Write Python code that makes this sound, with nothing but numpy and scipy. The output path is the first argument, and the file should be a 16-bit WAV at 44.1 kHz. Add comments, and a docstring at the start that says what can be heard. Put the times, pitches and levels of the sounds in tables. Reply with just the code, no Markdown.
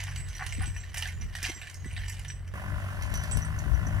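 """A diesel off-roader drags a steel harrow (a frame with spikes, called tines) over a rough field.
The engine's firings make a low exhaust drone and a knock. Steel hits steel, so the frame clanks and
rattles and the tines ring; dry stalks snap. It is heard first from behind, then abruptly from the
front right, where the knock is louder, tyres rustle in grass and the engine speeds up a little.
Wind buffets the microphone, mostly on the left."""
import sys
import numpy as np
from scipy import signal
from scipy.fft import rfft, irfft
from scipy.io import wavfile
from scipy.ndimage import uniform_filter1d

SR = 44100
rng = np.random.default_rng(int(sys.argv[2]) if len(sys.argv) > 2 else 0)


def persist_wave(psi):
    """Save psi, clipped to +-1, as 16-bit WAV."""
    counts = np.round(np.clip(psi, -1, 1) * 32767).astype(np.int16)
    wavfile.write(sys.argv[1], SR, np.atleast_2d(counts).T)


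N = 176400
T = np.arange(N) / SR
FRONT_START_S, FRONT_FIRING_S = 2.5385, 2.554   # the listener jumps to the front; first firing there
FRONT = T >= FRONT_START_S

# how fast the engine fires (time [s], rate [Hz])
FIRING_RATE_BEHIND = [(0,49.26),(.33,43.57),(.7,47.15),(1.0,42.68),(1.36,45.22),(1.66,44.84),(2.2,46.73),(2.53,44.85)]
FIRING_RATE_FRONT = [(2.54,46.14),(2.66,49.7),(2.76,49.3),(3.0,46.38),(3.15,49.87),(3.35,53.01),(3.6,51.31),(3.8,52.48),(4,52.38)]
# exhaust drone (time [s], level [dB])
DRONE_LEVEL = [(0,-38.5),(.28,-37),(.35,-45),(.7,-39.5),(.94,-43),(1.47,-38),(1.54,-49),(1.75,-49.5),(2.0,-38),(2.5,-40.5),(3.0,-40.5),(3.3,-39.5),(3.8,-37.5),(4,-34.5)]
# tones in the drone (multiple of the firing rate, gain behind [dB], gain in front [dB])
DRONE_TONES = [(1,-6.5,-33),(1.5,-44,-5.5),(2,-0.5,-2.5),(2.5,-30,-19.5),(3,-15,-12.5),(3.5,-32.5,-20.5),(4,-26,-13),(5,-35.5,-24.5),(6,-46,-24.5)]
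# each cylinder's knock (gain [dB])
CYLINDER_GAINS = [0.052, 0, 0.66, -.6]
# knock heard from the front (time [s], level [dB])
FRONT_KNOCK_LEVEL = [(2.54,-44),(3.0,-45.5),(3.2,-44.5),(3.55,-46.5),(4,-43)]
# tone colour of the engine block and bonnet (frequency [Hz], gain [dB])
BLOCK_COLOUR = [(100,-5),(200,2),(300,-8),(400,-6),(490,-12.5),(550,-1),(620,8),(710,0),(800,1),(880,-4),(1060,5),(1250,-2),(1420,3.5),(1950,1.5),(2350,-12.5),(2700,-6),(3700,-31.5),(8000,-22),(16000,-48)]
# steel hits steel (time [s], frame level [dB], bright contact level [dB])
CLANK_HITS = [(0.0005, -43, -53), (0.0175, -44, -60), (0.0376, -44, -42), (0.0688, -39, -52),
              (0.1227, -47, -54), (0.16, -36.5, -42), (0.1734, -58, -46), (0.2004, -45.5, -51),
              (0.285, -49.5, -46.5), (0.3506, -49, -53), (0.367, -51, -47), (0.4649, -35, -37),
              (0.524, -40.5, -42), (0.5438, -60, -54), (0.6227, -46, -48), (0.6417, -54, -62),
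              (0.6579, -48, -45.5), (0.743, -45.5, -66), (0.7641, -41, -50), (0.8348, -43, -53.5),
              (0.9432, -34.5, -37), (0.97, -37.5, -36.5), (0.9804, -39.5, -34), (0.9917, -48, -44),
              (1.0236, -32, -40.5), (1.0556, -35.5, -68), (1.0742, -39, -41.5), (1.2198, -41.5, -47.5),
              (1.3518, -34.5, -39), (1.3647, -43, -41), (1.4287, -43, -33), (1.4408, -32.5, -34),
              (1.4608, -36.5, -38.5), (1.49, -43, -47), (1.499, -39, -46), (1.6152, -39, -49),
              (1.63, -45, -56), (1.6711, -44, -50), (1.698, -47.5, -44.5), (1.7426, -65, -44.5),
              (1.8452, -44.5, -53), (1.9647, -37, -60), (1.9755, -38.5, -64), (2.0815, -38, -43.5),
              (2.097, -39, -37), (2.194, -47, -46), (2.2485, -40, -48.5), (2.281, -54, -47.5),
              (2.3007, -43, -51), (2.477, -53, -56), (3.0226, -45.5, -43.5), (3.1403, -42, -39),
              (3.2368, -46, -45), (3.312, -44.5, -40), (3.3706, -45.5, -39.5), (3.589, -57, -44.5),
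              (3.8685, -64, -48)]
# rattle of the dragged harrow (time [s], level [dB])
RATTLE_LEVEL = [(0,-43.5),(.1,-48.5),(.26,-55),(.33,-49),(.42,-48),(.56,-49),(.64,-45),(.73,-53.5),(.91,-56.5),(1.0,-40),(1.1,-50),(1.17,-55.5),(1.3,-56),(1.4,-44),(1.46,-34),(1.55,-50.5),(1.8,-59),(1.99,-49.5),(2.15,-48),(2.32,-60),(2.42,-64),(2.9,-55.5),(3.18,-45.5),(3.55,-57),(4,-57.5)]
# tone colours of the frame and the bright contacts (frequency [Hz], gain [dB])
FRAME_COLOUR = [(200,-29),(500,-25),(680,-5.5),(1050,-7.5),(1270,-12),(1500,0),(1900,4.5),(2500,-0.5),(3000,2.5),(3500,-6),(4500,-6.5),(6000,-16.5),(16000,-54.5)]
CONTACT_COLOUR = [(1500,-30),(3500,-8),(4700,4),(6000,8.5),(7000,3),(8600,2),(10000,-1.5),(12500,-10.5),(16000,-25.5)]
# notes the frame rings at (frequency [Hz], gain [dB], time to fade by 60 dB [s])
FRAME_NOTES = [(1775,-3.5,0.038),(1844,-3.5,0.14),(1932,-3.5,0.094),(2050,-5.5,0.024),(2296,-7,0.068),(2430,-9,0.12),(2845,-6,0.08),(3090,-8.5,0.015),(5920,13.5,0.037),(7950,22,0.13)]
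# wind on the microphone (time [s], left level [dB], right level [dB])
GUST_LEVEL = [(0,-53,-41.5),(.22,-31.5,-35),(.37,-44,-43),(.53,-39,-35.5),(.6,-26.5,-32),(.72,-31,-40),(.84,-42.5,-42),(1.1,-45.5,-38.5),(1.24,-30,-29.5),(1.4,-54,-45),(1.6,-73,-42),(1.74,-43,-49),(1.83,-39.5,-36.5),(2.02,-35,-36.5),(2.13,-50,-40.5),(2.55,-40.5,-40),(2.74,-27.5,-63),(2.88,-35.5,-61),(3.12,-24.5,-36),(3.29,-31,-47),(3.36,-18,-50),(3.44,-31,-63),(3.63,-27.5,-47),(3.72,-16,-47),(3.86,-27,-49),(4,-23,-54)]
# short puffs of wind (time [s], left level [dB], right level [dB], centre frequency [Hz])
PUFFS = [(0.59,-34.5,-60,259),(0.677,-44,-69,218),(1.222,-59,-41,158),(1.498,-41.5,-43,303),(1.571,-46.5,-57,266),(1.858,-45,-39.5,228.8),(3.372,-31,-46,184),(3.667,-39.5,-67,258),(3.83,-36,-43,147),(3.875,-29,-52,190)]
# tone colours of the gusts and the distant air (frequency [Hz], gain [dB])
GUST_COLOUR = [(15,-28.5),(28,-14.5),(42,-2),(65,0),(100,-8),(150,-13.5),(250,-36),(500,-43),(2000,-65)]
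AIR_COLOUR = [(60,10.5),(200,-3),(400,-2.5),(1000,-10),(2000,-5.5),(4000,-35.5),(10000,-27),(16000,-30)]
# stalks break (time [s], level [dB])
STALK_SNAPS = [(0.0384,-32),(.366,-41),(0.4625,-41),(0.9757,-30),(1.0229,-34),(1.4313,-30),(2.0955,-51),(2.1954,-44),(3.0223,-44),(3.103,-43),(3.14,-30),(3.158,-39),(3.1748,-35),(3.2375,-37),(3.3714,-31),(3.382,-42),(3.3974,-42)]
# the frame hits the ground (time [s], level [dB])
GROUND_HITS = [(.08,-41),(0.393,-39),(0.407,-36.5),(0.42,-35),(.605,-40.5),(0.63,-38.5),(1.46,-48)]
# tone colours of snaps, ground hits and dry grass (frequency [Hz], gain [dB])
SNAP_COLOUR = [(1500,3),(3500,4),(6000,-10.5),(8300,3.5),(10500,5),(12500,-3.5),(16000,-26)]
CLONK_COLOUR = [(300,-24),(650,-12.5),(790,9),(920,-8),(1080,2),(1280,-4),(1500,4.5),(1850,5),(2500,-5.5),(6000,-50),(14000,-59)]
GRASS_COLOUR = [(1500,7.5),(3000,11.5),(4200,0.5),(5700,3),(7500,-2),(8700,-2),(10500,1.5),(13000,-10),(16000,-10)]
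# a tine rings (time [s], frequency [Hz], level [dB], time to fade by 60 dB [s])
TINE_NOTES = [(0.156,4700,-43,0.088),(.177,7950,-45,0.24),(.203,7920,-47.5,0.41),(.296,6153,-44,0.11),(.348,5857,-41,0.11),(0.528,7990,-43,0.35),(0.616,9490,-39,0.12),(0.658,8000,-42,0.22),(0.663,5940,-48.5,0.21),(0.765,5905,-44.5,0.25),(.80,7580,-46.5,0.14),(1.135,7030,-55.5,0.37),(1.21,5910,-44.5,0.13),(1.54,7547,-49,0.42),(1.546,5920,-46.5,0.21),(1.747,6590,-54.5,0.5),(1.856,8040,-52.5,0.34),(1.856,5980,-54.5,0.28),(1.923,8970,-50.5,0.26),(2.08,7910,-44,0.23),(2.12,9510,-58,0.3),(2.281,5866,-44.5,0.24),(2.283,7990,-49,0.37),(3.145,5944,-39,.38),(3.312,7780,-31.5,0.24),(3.33,5970,-47,0.18),(3.419,5923,-36.5,0.097),(3.448,8250,-37.5,0.075),(3.585,6013,-42,0.066),(3.745,5920,-46.5,0.068),(3.866,5920,-39.5,0.053)]
# balance between the two sides (frequency [Hz], left minus right [dB])
BALANCE = [(200,-12),(700,0),(1300,-2),(2400,-2),(4400,-5),(8000,-5),(11000,-14),(15000,-21)]


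def from_db(db):
    """Turn decibels into a gain to multiply by."""
    return 10 ** (np.asarray(db) / 20)


def unit_power(x):
    """Scale a signal so its average power is one."""
    return x / np.sqrt(np.mean(x ** 2) + 1e-20)


def curves(rows):
    """Join a table's points with lines: one curve per column after the time."""
    times, *columns = np.transpose(rows)
    return np.array([np.interp(T, times, column) for column in columns])


def colour(x, points, keep_power=True):
    """Filter to a tone colour; with keep_power, white noise keeps its power."""
    size = 2 * N
    hz, db = np.transpose(points)
    gain = from_db(np.interp(np.log(np.arange(N + 1) * SR / size + 1), np.log(hz), db))
    cepstrum = irfft(np.log(unit_power(gain) if keep_power else gain))
    cepstrum[1:N] *= 2   # folded so the filter rings after a hit, never before
    cepstrum[N + 1:] = 0
    return irfft(rfft(x, size) * np.exp(rfft(cepstrum)))[..., :N]


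def drift(per_s):
    """A random wander of about one, with per_s new values a second."""
    values = rng.standard_normal(400)
    return unit_power(np.interp(T * per_s, np.arange(len(values)), values))


def stereo_noise(shared):
    """White noise, partly the same on both sides."""
    return np.sqrt(shared) * rng.standard_normal(N) + np.sqrt(1 - shared) * rng.standard_normal((2, N))


def blows(times, db, decay_s):
    """Loudness curve of sudden hits that die away; their powers add."""
    power = np.zeros(N)
    starts = np.clip((np.asarray(times) * SR).astype(int), 0, N - 1)
    np.add.at(power, starts, from_db(db) ** 2)
    return np.sqrt(signal.lfilter([1], [1, -np.exp(-2 / (decay_s * SR))], power + 1e-18))


def clicks(per_s, spread_db):
    """Random clicks of uneven size."""
    sizes = from_db(spread_db * np.minimum(rng.exponential(1, N), 3)) * rng.choice([-1, 1], N)
    return unit_power(sizes * (rng.random(N) < per_s / SR))


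def ring(t, hz, t60):
    """A pure tone that fades by 60 dB in t60 seconds."""
    return np.sin(2 * np.pi * hz * t) * np.exp(-np.log(1000) * t / t60)


def exhaust_drone(rate, firings, boom_hz=157.2, boom_width_hz=4.1, boom_db=9):
    """Wavering tones follow the firings; each booms as it nears the exhaust's own note."""
    drone = 0
    for multiple, behind, front in DRONE_TONES:
        boom = boom_db / (1 + ((multiple * rate - boom_hz) / boom_width_hz) ** 2)
        db = curves(DRONE_LEVEL)[0] + np.where(FRONT, front, behind) + boom + 3 * drift(16)
        drone += np.sqrt(2) * from_db(db) * np.sin(2 * np.pi * (multiple * firings + rng.random()))
    return drone


def diesel_knock(firings, second_knock_delay_s=.0038, behind_db=-63.5):
    """Each firing knocks the engine block twice in quick succession."""
    times = T[1:][np.diff(np.floor(firings)) > 0]
    db = np.resize(CYLINDER_GAINS, len(times)) + .5 * rng.standard_normal(N)[:len(times)]
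    hits = blows(np.r_[times, times + second_knock_delay_s], np.r_[db, db], decay_s=.0045)
    loudness = unit_power(hits + .13)   # some noise stays between hits
    knock = colour(loudness * rng.standard_normal(N), BLOCK_COLOUR)
    knock /= np.sqrt(uniform_filter1d(knock ** 2, size=880))   # evens out the firings
    return from_db(np.where(FRONT, curves(FRONT_KNOCK_LEVEL)[0], behind_db)) * knock


def harrow(front_boost_db=5.5):
    """Steel hits steel: clanks over a dense rattle, all of which sets the frame ringing."""
    times, frame_db, bright_db = np.transpose(CLANK_HITS)
    rattle = from_db(curves(RATTLE_LEVEL)[0]) * clicks(per_s=900, spread_db=3.5)
    crack, chatter = rng.standard_normal(N), clicks(per_s=600, spread_db=4.7)

    def clanks(db):
        """Each clank is a sharp crack with a softer, longer chatter."""
        return blows(times, db, decay_s=.0046) * crack + blows(times, db - 9.5, decay_s=.026) * chatter

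    frame_db = frame_db + front_boost_db * (times > FRONT_START_S)
    frame = colour(clanks(frame_db + 1) + from_db(-2.5) * rattle, FRAME_COLOUR)
    bright = colour(clanks(bright_db + 1) + from_db(-8.5) * rattle, CONTACT_COLOUR)
    return from_db(3.5) * frame_ring(frame) + flicker(frame + bright)


def frame_ring(shaking):
    """The shaken frame rings at its own notes, each by a changing amount."""
    out = 0
    for hz, db, t60 in FRAME_NOTES:
        note = signal.oaconvolve(shaking * drift(29.98), ring(T[:SR // 4], hz, t60))[:N]
        build_up = t60 * SR / (2 * np.log(1000))   # gain that comes from ringing on
        out += from_db(db) * note / build_up
    return out


def flicker(x, depth_db=2.5, changes_per_s=80):
    """Narrow frequency bands swell and shrink on their own from contact to contact."""
    edges_hz = np.geomspace(600, 15000, 20)
    band_number = np.searchsorted(edges_hz, np.arange(N // 2 + 1) * SR / N)
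    spectrum, out = rfft(x), 0
    for k in range(len(edges_hz) + 1):
        band = irfft(spectrum * uniform_filter1d((band_number == k) * 1., size=600), N)
        out += band * from_db(depth_db * drift(changes_per_s))
    return unit_power(out) * np.std(x)


def forest_echo(x, t60=.18):
    """The forest edge scatters back a short echo, different on each side."""
    tail = rng.standard_normal((2, SR)) * from_db(-60 * T[:SR] / t60)
    tail /= np.sqrt(np.sum(tail ** 2, axis=1, keepdims=True))
    return from_db(-6) * signal.fftconvolve(x[None], tail, axes=1)[:, :N]


def wind(puff_s=.0085, half_width=.27):
    """Low gusts and short puffs hit the two sides of the microphone."""
    gusts = unit_power(colour(stereo_noise(shared=.35), GUST_COLOUR))
    swell = np.sqrt(uniform_filter1d(gusts ** 2, size=4000, axis=1) + .5)
    out = from_db(curves(GUST_LEVEL)) * gusts / swell   # tames the random swells
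    eddies = stereo_noise(shared=.19)
    for time, left, right, hz in PUFFS:
        band = signal.butter(2, [hz * (1 - half_width), hz * (1 + half_width)], "band", fs=SR, output="sos")
        bump = np.exp(-.5 * ((T - time) / puff_s) ** 2)
        out += from_db([[left], [right]]) * bump * unit_power(signal.sosfilt(band, eddies))
    return out


def distant_air():
    """A faint, steady rush of air far away."""
    return from_db(-57.5) * colour(stereo_noise(shared=.67), AIR_COLOUR)


def stalks():
    """Dry stalks snap under tyres and tines, too briefly to ring."""
    return colour(blows(*np.transpose(STALK_SNAPS), decay_s=.0013) * rng.standard_normal(N), SNAP_COLOUR)


def ground_clonks():
    """The frame hits the ground with deeper clonks."""
    return colour(blows(*np.transpose(GROUND_HITS), decay_s=.016) * rng.standard_normal(N), CLONK_COLOUR)


def tines(nearby_hz=170, jostle_hz=350, rise_s=.002):
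    """A tine rings high; weaker notes close by make it waver, and jostling links roughen it."""
    out = np.zeros(N)
    lowpass = signal.butter(2, jostle_hz, fs=SR, output="sos")
    for time, hz, db, t60 in TINE_NOTES:
        start = int(time * SR)
        t = T[:min(SR, N - start)]
        jostle = unit_power(signal.sosfilt(lowpass, rng.standard_normal(SR)))[:len(t)]
        offsets_hz = nearby_hz * rng.uniform(-1.003, 1, size=4)
        nearby = sum(rng.choice([-1, 1]) * ring(t, hz + offset, t60) for offset in offsets_hz)
        note = ring(t, hz, t60) + from_db(-11) * nearby
        out[start:start + len(t)] += from_db(db) * note * (1 + .3 * jostle) * (1 - np.exp(-t / rise_s))
    return out


def grass():
    """Tyres rustle in dry grass, heard only from the front."""
    return from_db(-55 + drift(6.95)) * FRONT * colour(stereo_noise(shared=.16), GRASS_COLOUR)


def scene(left_delay_s=.00016):
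    """The vehicle and harrow, mostly to the right, with their echo and the wind."""
    rate = curves(list(FIRING_RATE_BEHIND) + list(FIRING_RATE_FRONT))[0]
    firings = np.cumsum(rate) / SR   # running count of firings
    firings -= FRONT * np.interp(FRONT_FIRING_S, T, firings)
    drone = exhaust_drone(rate, firings) * from_db([[.25], [-.25]])   # a touch to the left
    clatter = diesel_knock(firings) + harrow() + ground_clonks() + tines()
    field = clatter + forest_echo(clatter) + stalks() + grass()
    left = colour(field[0], [(hz, db / 2) for hz, db in BALANCE], keep_power=False)
    right = colour(field[1], [(hz, -db / 2) for hz, db in BALANCE], keep_power=False)
    left = np.where(FRONT, np.roll(left, round(left_delay_s * SR)), left)
    return np.array([left, right]) + drone + distant_air() + wind()


def record(dry, cutoff_hz=16600):
    """Cut away the very highest treble."""
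    return signal.sosfilt(signal.cheby2(16, 70, cutoff_hz, fs=SR, output="sos"), dry)


dry = scene()
out = record(dry)
persist_wave(out)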